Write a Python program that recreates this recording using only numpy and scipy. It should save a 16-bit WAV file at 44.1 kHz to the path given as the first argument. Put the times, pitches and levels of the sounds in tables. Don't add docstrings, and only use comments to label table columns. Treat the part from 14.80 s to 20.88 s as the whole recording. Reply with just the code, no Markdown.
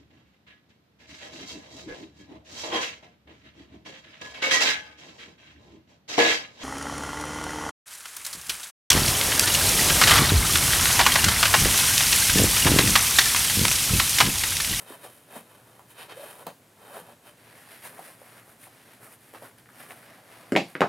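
import sys
import numpy as np
from scipy import signal
from scipy.fft import rfft, irfft
from scipy.io import wavfile

SR = 44100
rng = np.random.default_rng(int(sys.argv[2]) if len(sys.argv) > 2 else 0)


def file_out(sig):
    cols = np.atleast_2d(sig).T
    lim = np.clip(cols, -1, 1)
    pcm = np.round(lim * 32767).astype(np.int16)
    wavfile.write(sys.argv[1], SR, pcm)


N = 268128
TIME = np.arange(N) / SR


def from_db(db):
    return 10 ** (np.asarray(db) / 20)


def rms_one(x):
    return x / np.sqrt(np.mean(x ** 2) + 1e-20)


def fade(t, t60):
    return np.exp(-np.log(1000) * t / t60)


def at_hz(points, hz):
    table_hz, value = np.transpose(points)
    return np.interp(np.log(np.maximum(hz, 1)), np.log(table_hz), value)


def coloured(x, spectrum):
    size = x.shape[-1]
    gain = from_db(at_hz(spectrum, np.fft.rfftfreq(size, 1 / SR)))
    return irfft(rfft(x) * gain, size)


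def cut(x, hz, kind, order=2):
    edge_hz = np.clip(hz, 10, .45 * SR)
    return signal.sosfilt(signal.butter(order, edge_hz, kind, fs=SR, output="sos"), x)


def spread(mid, side):
    # pitch_hz [Hz], side_minus_mid_db [dB]
    stereo_width = [(60, -26), (125, -51), (250, -30.5), (500, -18.5), (1000, -8), (4000, -7.5),
                    (8000, -24), (13000, -7.5)]
    return mid + coloured(side, stereo_width) * np.array([[1], [-1]])


def drift(rate_hz):
    noise = rng.standard_normal(N + SR)
    return rms_one(cut(noise, rate_hz, "low")[SR:])


def ring(x, hz, t60):
    r = from_db(-60 / (t60 * SR))
    turn = 2 * np.pi * hz / SR
    return signal.lfilter([0, np.sin(turn)], [1, -2 * r * np.cos(turn), r * r], x + 1e-18)


def resonate(x, hz, width_hz):
    r = np.exp(-np.pi * width_hz / SR)
    top = np.array([1, 0, -1]) * (1 - r * r) / 2
    return signal.lfilter(top, [1, -2 * r * np.cos(2 * np.pi * hz / SR), r * r], x)


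def blow(hz, cycles, rise_cycles=0.46):
    turns = hz * TIME[:SR // 3]
    build = 1 - np.exp(-turns / rise_cycles)
    swing = -np.sin(2 * np.pi * turns) * fade(turns, cycles) * build
    return swing / np.abs(swing).max()


def crack(t60):
    t = TIME[:SR // 3]
    return rng.standard_normal(len(t)) * fade(t, t60) / 2


def add(track, s, sound):
    start = round(s * SR)
    track[:, start:start + sound.shape[1]] += sound[:, :N - start]


def reflected(x):
    # delay_s [s], level_db [dB]
    first_echoes = [(.0029, -39), (.0052, -22.5), (.0120, -8.5)]
    t = TIME[:len(x)]
    return x + sum(from_db(db) * np.interp(t - delay, t, x, left=0) for delay, db in first_echoes)


def room(x, wet_db, build_s=0.00069):
    # pitch_hz [Hz], t60_s [s]
    echo_times = [(100, 0.27), (260, 0.1951), (700, 0.17), (1840, 0.18), (4850, 0.23), (14000, 0.45)]
    # pitch_hz [Hz], level_db [dB]
    echo_colour = [(60, -28), (150, 3), (400, 2), (750, 4.5), (1300, 0.5), (2500, -5), (4500, 8.5),
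                   (8000, -7.5), (15000, -6.5)]
    t = TIME[:len(x)]
    edges = np.geomspace(60, 16000, 9)
    white, tail = rng.standard_normal((2, 2, len(t))), 0
    for k, band in enumerate(zip(edges, edges[1:])):
        hz = np.sqrt(band[0] * band[1])
        dying = from_db(at_hz(echo_colour, hz)) * fade(t, at_hz(echo_times, hz))
        tail = tail + dying * cut(white[k % 2], band, "band")
    tail = spread(*tail) * (1 - np.exp(-t / build_s))
    tail /= np.sqrt(np.sum(tail ** 2) / 2)
    echoes = signal.fftconvolve(x[None], tail, axes=1)[:, :len(x)]
    return reflected(x) + from_db(wet_db) * echoes


def swell(s, rise_s, fall_s, db):
    edge_loss_db, roundness = 9.5, 1.54
    coarse_time = TIME[::32]
    power = 1e-12
    for at, rise, fall, level in zip(s, rise_s, fall_s, db):
        away = np.maximum((at - coarse_time) / rise, (coarse_time - at) / fall)
        power = power + from_db(level - edge_loss_db * np.abs(away) ** roundness) ** 2
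    return np.interp(TIME, coarse_time, np.sqrt(power))


def slips(per_s, size_db):
    uneven = from_db(size_db * np.minimum(rng.exponential(1, (2, N)), 4))
    sizes = uneven * rng.standard_normal((2, N))
    mid, side = sizes * (rng.random((2, N)) < per_s / SR)
    return spread(reflected(mid), side)


def crinkles(per_s=130, cycles=35, low_hz=520, high_hz=2700, count=22):
    snags = rng.standard_normal(N) * (rng.random(N) < per_s / SR)
    dealt = rng.integers(0, count, N)
    pitches = np.geomspace(low_hz, high_hz, count)
    return rms_one(sum(ring(snags * (dealt == k), hz, cycles / hz) for k, hz in enumerate(pitches)))


def rubbing(strokes, colour, modes, drag_trim_db, rasp_trim_db, hiss_trim_db,
            slips_per_s, size_db, judder_db, crinkle_db):
    # pitch_hz [Hz], level_db [dB]
    hiss_colour = [(4500, -18), (6500, -12.5), (8000, -7.5), (9400, 1), (11000, -1.5), (12600, -2),
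                   (14500, -9.5), (16000, -13)]
    s, rise, fall, level, drag_rel, rasp_rel = np.transpose(strokes)
    drag, rasp, hiss = (swell(s, rise, fall, level + rel) for rel in (drag_rel, rasp_rel, 0))
    speed = np.sqrt(np.maximum(hiss / from_db(level.mean()), .1))

    even_slips = slips(slips_per_s * speed, size_db) / np.sqrt(speed)
    grains = rms_one(even_slips * from_db(judder_db * drift(51)))
    weave = grains + from_db(crinkle_db) * crinkles()
    resonances = sum(from_db(db) * resonate(weave, hz, width) for hz, width, db in modes)
    weave = coloured(weave + resonances, colour)

    shoe = rms_one(cut(cut(weave, 1507, "low", order=5), 157, "high", order=3))
    cord = rms_one(cut(weave, [1650, 5500], "band", order=4))
    fibres = rms_one(cut(coloured(grains, hiss_colour), 5200, "high", order=3))
    return (drag * from_db(drag_trim_db) * shoe + rasp * from_db(rasp_trim_db) * cord
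            + hiss * from_db(hiss_trim_db) * fibres)


def background():
    # pitch_hz [Hz], level_db [dB per Hz]
    air_colour = [(15, -61), (25, -24), (97, -2.5), (130, 2.5), (195, 0.5), (293, 1.5), (354, -1.5),
                  (575, -3.5), (1100, -9), (1700, -9), (2000, -11.5), (5280, -18), (10700, -15),
                  (14400, -18), (16000, -30)]
    noise = spread(*rng.standard_normal((2, N)))
    air = from_db(-58) * rms_one(coloured(noise, air_colour))
    hum = resonate(resonate(rng.standard_normal(N), 115, 25), 115, 25)
    return air + from_db(-68) * rms_one(hum)


def steps():
    # start_s [s], thud_db [dB], thud_hz [Hz],
    # clack_db [dB], clack_hz [Hz], clack_cycles [cycles], grit_db [dB], grit_t60_s [s]
    contacts = [(5.7214, -9.5, 320, -15, 1440, 3.4, -10.5, 0.0097),
                (5.753, -11.5, 292, -14.5, 1860, 8.1, -34, .01),
                (5.763, -5, 734, -3.5, 2330, 5.5, -14.5, 0.055),
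                (5.9527, -23.5, 408, -17, 1740, 4.8, -46, .012),
                (6.007, -8, 530, -9.5, 1980, 3.2, -12.5, 0.018),
                (6.0175, -11, 585, -2.5, 1170, 2.46, -42, .01)]
    # pitch_hz [Hz], level_db [dB], t60_s [s]
    board_tones = [(182, 1, 0.15), (279, 0, 0.36), (323, 3, 0.15), (351, -2, 0.34), (434, -11, 0.27),
                   (491, 4, 0.073), (567, -18, 0.12), (698, 8, 0.25), (798, 9.5, 0.27), (900, 4, 0.24),
                   (2250, 16, 0.073), (2600, -1, 0.16)]
    out = np.zeros((2, N))
    for s, thud_db, thud_hz, clack_db, clack_hz, cycles, grit_db, grit_t60 in contacts:
        noise = crack(grit_t60)
        bright_grit = from_db(-13) * cut(noise, [7000, 12500], "band")
        grit = cut(noise, 1.86 * clack_hz, "low", order=4) + bright_grit
        thud = from_db(thud_db) * blow(thud_hz, cycles=1.92)
        clack = from_db(clack_db) * blow(clack_hz, cycles)
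        contact = thud + clack + from_db(grit_db) * grit
        boards = 0
        for k, (hz, db, t60) in enumerate(board_tones):
            boards = boards + (-1) ** k * from_db(db) * ring(contact, hz, t60)
        add(out, s, room(contact, wet_db=-1.5) + from_db(-60) * boards)
    return cut(out, 132, "high", order=5)


def taps():
    # start_s [s], level_db [dB], pitch_hz [Hz], snap_db [dB relative to the pat]
    pats = [(0.104, -34.5, 393, -9), (0.250, -36.5, 603, -8), (0.563, -36, 201, -5),
            (0.994, -38.5, 960, -5), (1.101, -48, 900, -2.5), (1.297, -40, 1140, -16),
            (1.667, -29, 590, -1.5), (1.6680, -32.5, 163, 5.5), (1.6700, -26.5, 900, -18),
            (2.168, -33, 784, -10), (2.217, -41, 181, -20), (2.289, -40, 650, -23), (3.192, -31, 770, -9),
            (3.417, -38.5, 640, -18), (3.870, -40, 830, -16), (4.5376, -37.5, 530, 0),
            (4.622, -36.5, 590, -16), (4.859, -43, 1870, -18), (4.890, -40, 1510, -18),
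            (5.108, -28.5, 2030, -19)]
    out = np.zeros((2, N))
    for s, db, hz, snap_db in pats:
        snap = crack(t60=0.015)
        snap = snap - resonate(snap, hz=5350, width_hz=2600)
        touch = blow(hz, cycles=4.95) + from_db(snap_db) * snap
        add(out, s, from_db(db) * room(touch, wet_db=-4.5))
    return cut(out, 217, "high", order=3)


def fingers():
    # fastest_s [s], rise_s [s], fall_s [s],
    # hiss_db [dB], drag_db [dB relative to hiss], rasp_db [dB relative to hiss]
    brushes = [(2.680, 0.12, 0.14, -62.5, 2.5, 4), (2.810, 0.1, 0.099, -57, 0.5, -1.5),
               (2.925, 0.059, 0.091, -52.5, -1.5, 0.5), (3.060, 0.036, .04, -43.5, -2.5, -3),
               (3.140, 0.054, 0.093, -55, 4.5, -4), (3.265, 0.12, 0.097, -51.5, -2, -3),
               (3.450, 0.087, 0.14, -58.5, 0.5, -3), (3.580, 0.12, 0.058, -58, 2.5, 0),
               (3.710, 0.068, 0.039, -57, 0.5, -5.5), (3.840, 0.04, 0.044, -50.5, -9, -5.5),
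               (3.970, 0.19, 0.19, -62.5, 0.5, 1), (4.135, 0.097, 0.052, -60, 0.5, 1.5),
               (4.245, 0.038, 0.058, -51, 1.5, -6.5), (4.338, 0.045, 0.023, -52.5, -4.5, -6),
               (4.460, 0.067, 0.24, -59.5, -4, -3), (4.553, 0.016, 0.035, -58.5, 12.5, 5),
               (4.640, 0.033, .055, -52.5, 5.5, -2.5), (4.785, 0.0071, 0.025, -57.5, -4, -1),
               (5.020, 0.085, 0.071, -51.5, 1.5, -1.5), (5.110, 0.023, 0.036, -50, 3.5, -3),
               (5.180, .05, 0.096, -57.5, 0.5, -2), (5.320, 0.13, 0.11, -61.5, 8, 4.5),
               (5.540, 0.11, 0.3, -59.5, 5.5, 2.5), (5.900, 0.032, 0.057, -57, -3, -1)]
    # pitch_hz [Hz], level_db [dB per Hz]
    handling_colour = [(59, -27), (100, -2.5), (302, -5), (328, -7), (547, -3), (676, -1.5), (872, -4.5),
                       (1390, -5), (1720, -4.5), (3250, -13), (6020, -18), (9610, -16), (12900, -12),
                       (14700, -19), (16000, -29)]
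    return rubbing(brushes, handling_colour, [], drag_trim_db=-0.35, rasp_trim_db=0.57, hiss_trim_db=-0.25,
                   slips_per_s=7000, size_db=-1.0, judder_db=0.76, crinkle_db=-18)


def creak(width_hz=70):
    # strongest_s [s], rise_s [s], fall_s [s], level_db [dB]
    catches = [(1.385, 0.019, 0.041, -43), (1.435, 0.039, .025, -44), (1.605, 0.042, 0.031, -57)]
    tighten_from_s, tighten_s = 1.35, .04
    slack_hz, taut_hz = 456, 644
    tension = 1 - np.exp(-np.maximum(TIME - tighten_from_s, 0) / tighten_s)
    hz = slack_hz + (taut_hz - slack_hz) * tension
    sway = cut(rng.standard_normal(N) + 1j * rng.standard_normal(N), width_hz, "low")
    tone = np.real(sway * np.exp(2j * np.pi * np.cumsum(hz) / SR))
    return swell(*np.transpose(catches)) * rms_one(tone)


def laces():
    # fastest_s [s], rise_s [s], fall_s [s],
    # hiss_db [dB], drag_db [dB relative to hiss], rasp_db [dB relative to hiss]
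    pulls = [(0.020, 0.048, 0.026, -52.5, 0, -6), (0.110, 0.058, 0.081, -49.5, 2, -2),
             (0.250, .035, .05, -48, 1.5, -3), (0.340, 0.054, .13, -57.5, -3.5, -5.5),
             (0.520, 0.039, 0.036, -57.5, 7, -2), (0.572, 0.044, 0.038, -47, 4.5, -3),
             (0.720, 0.085, .12, -61, 5, -2), (0.940, 0.17, 0.13, -64, 5.5, -3),
             (1.108, 0.02, 0.029, -54, -7, -4.5), (1.218, 0.046, 0.044, -48.5, 4, 3.5),
             (1.308, 0.021, 0.04, -56.5, 11.5, 9.5), (1.405, 0.052, 0.11, -51, 0, -0.5),
             (1.500, 0.11, 0.083, -49.5, 2.5, -4.5), (1.600, 0.023, 0.051, -53, 7, -4.5),
             (1.674, 0.0099, 0.038, -54.5, 10.5, 3), (2.055, 0.067, 0.081, -59, 9, -0.5),
             (2.165, .065, .06, -48.5, 6.5, -3), (2.310, 0.081, .035, -60, 8, -0.5),
             (2.482, 0.039, 0.037, -55.5, 3, 0)]
    # pitch_hz [Hz], level_db [dB per Hz]
    pulling_colour = [(59, -46), (100, -64), (163, -14), (295, -11), (415, -10), (461, -5), (595, -2.5),
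                      (836, -5), (1680, -9.5), (2040, -16.5), (3120, -20.5), (6560, -26), (9610, -15.5),
                      (14400, -23), (16000, -35)]
    # pitch_hz [Hz], width_hz [Hz], level_db [dB]
    upper_modes = [(423, 32, 1), (970, 63, -12), (2564, 180, 2), (3094, 110, 8), (3710, 100, 7),
                   (4200, 43, 1), (7140, 57, -14)]
    return rubbing(pulls, pulling_colour, upper_modes, drag_trim_db=-1.4, rasp_trim_db=0.5, hiss_trim_db=-0.04,
                   slips_per_s=9000, size_db=1.5, judder_db=1.02, crinkle_db=-23.5)


def scene():
    return background() + steps() + taps() + fingers() + creak() + laces()


def record(dry):
    top_cut = signal.ellip(10, .1, 70, 15800, fs=SR, output="sos")
    return signal.sosfilt(top_cut, cut(dry, 45, "high"))


dry = scene()
out = record(dry)
file_out(out)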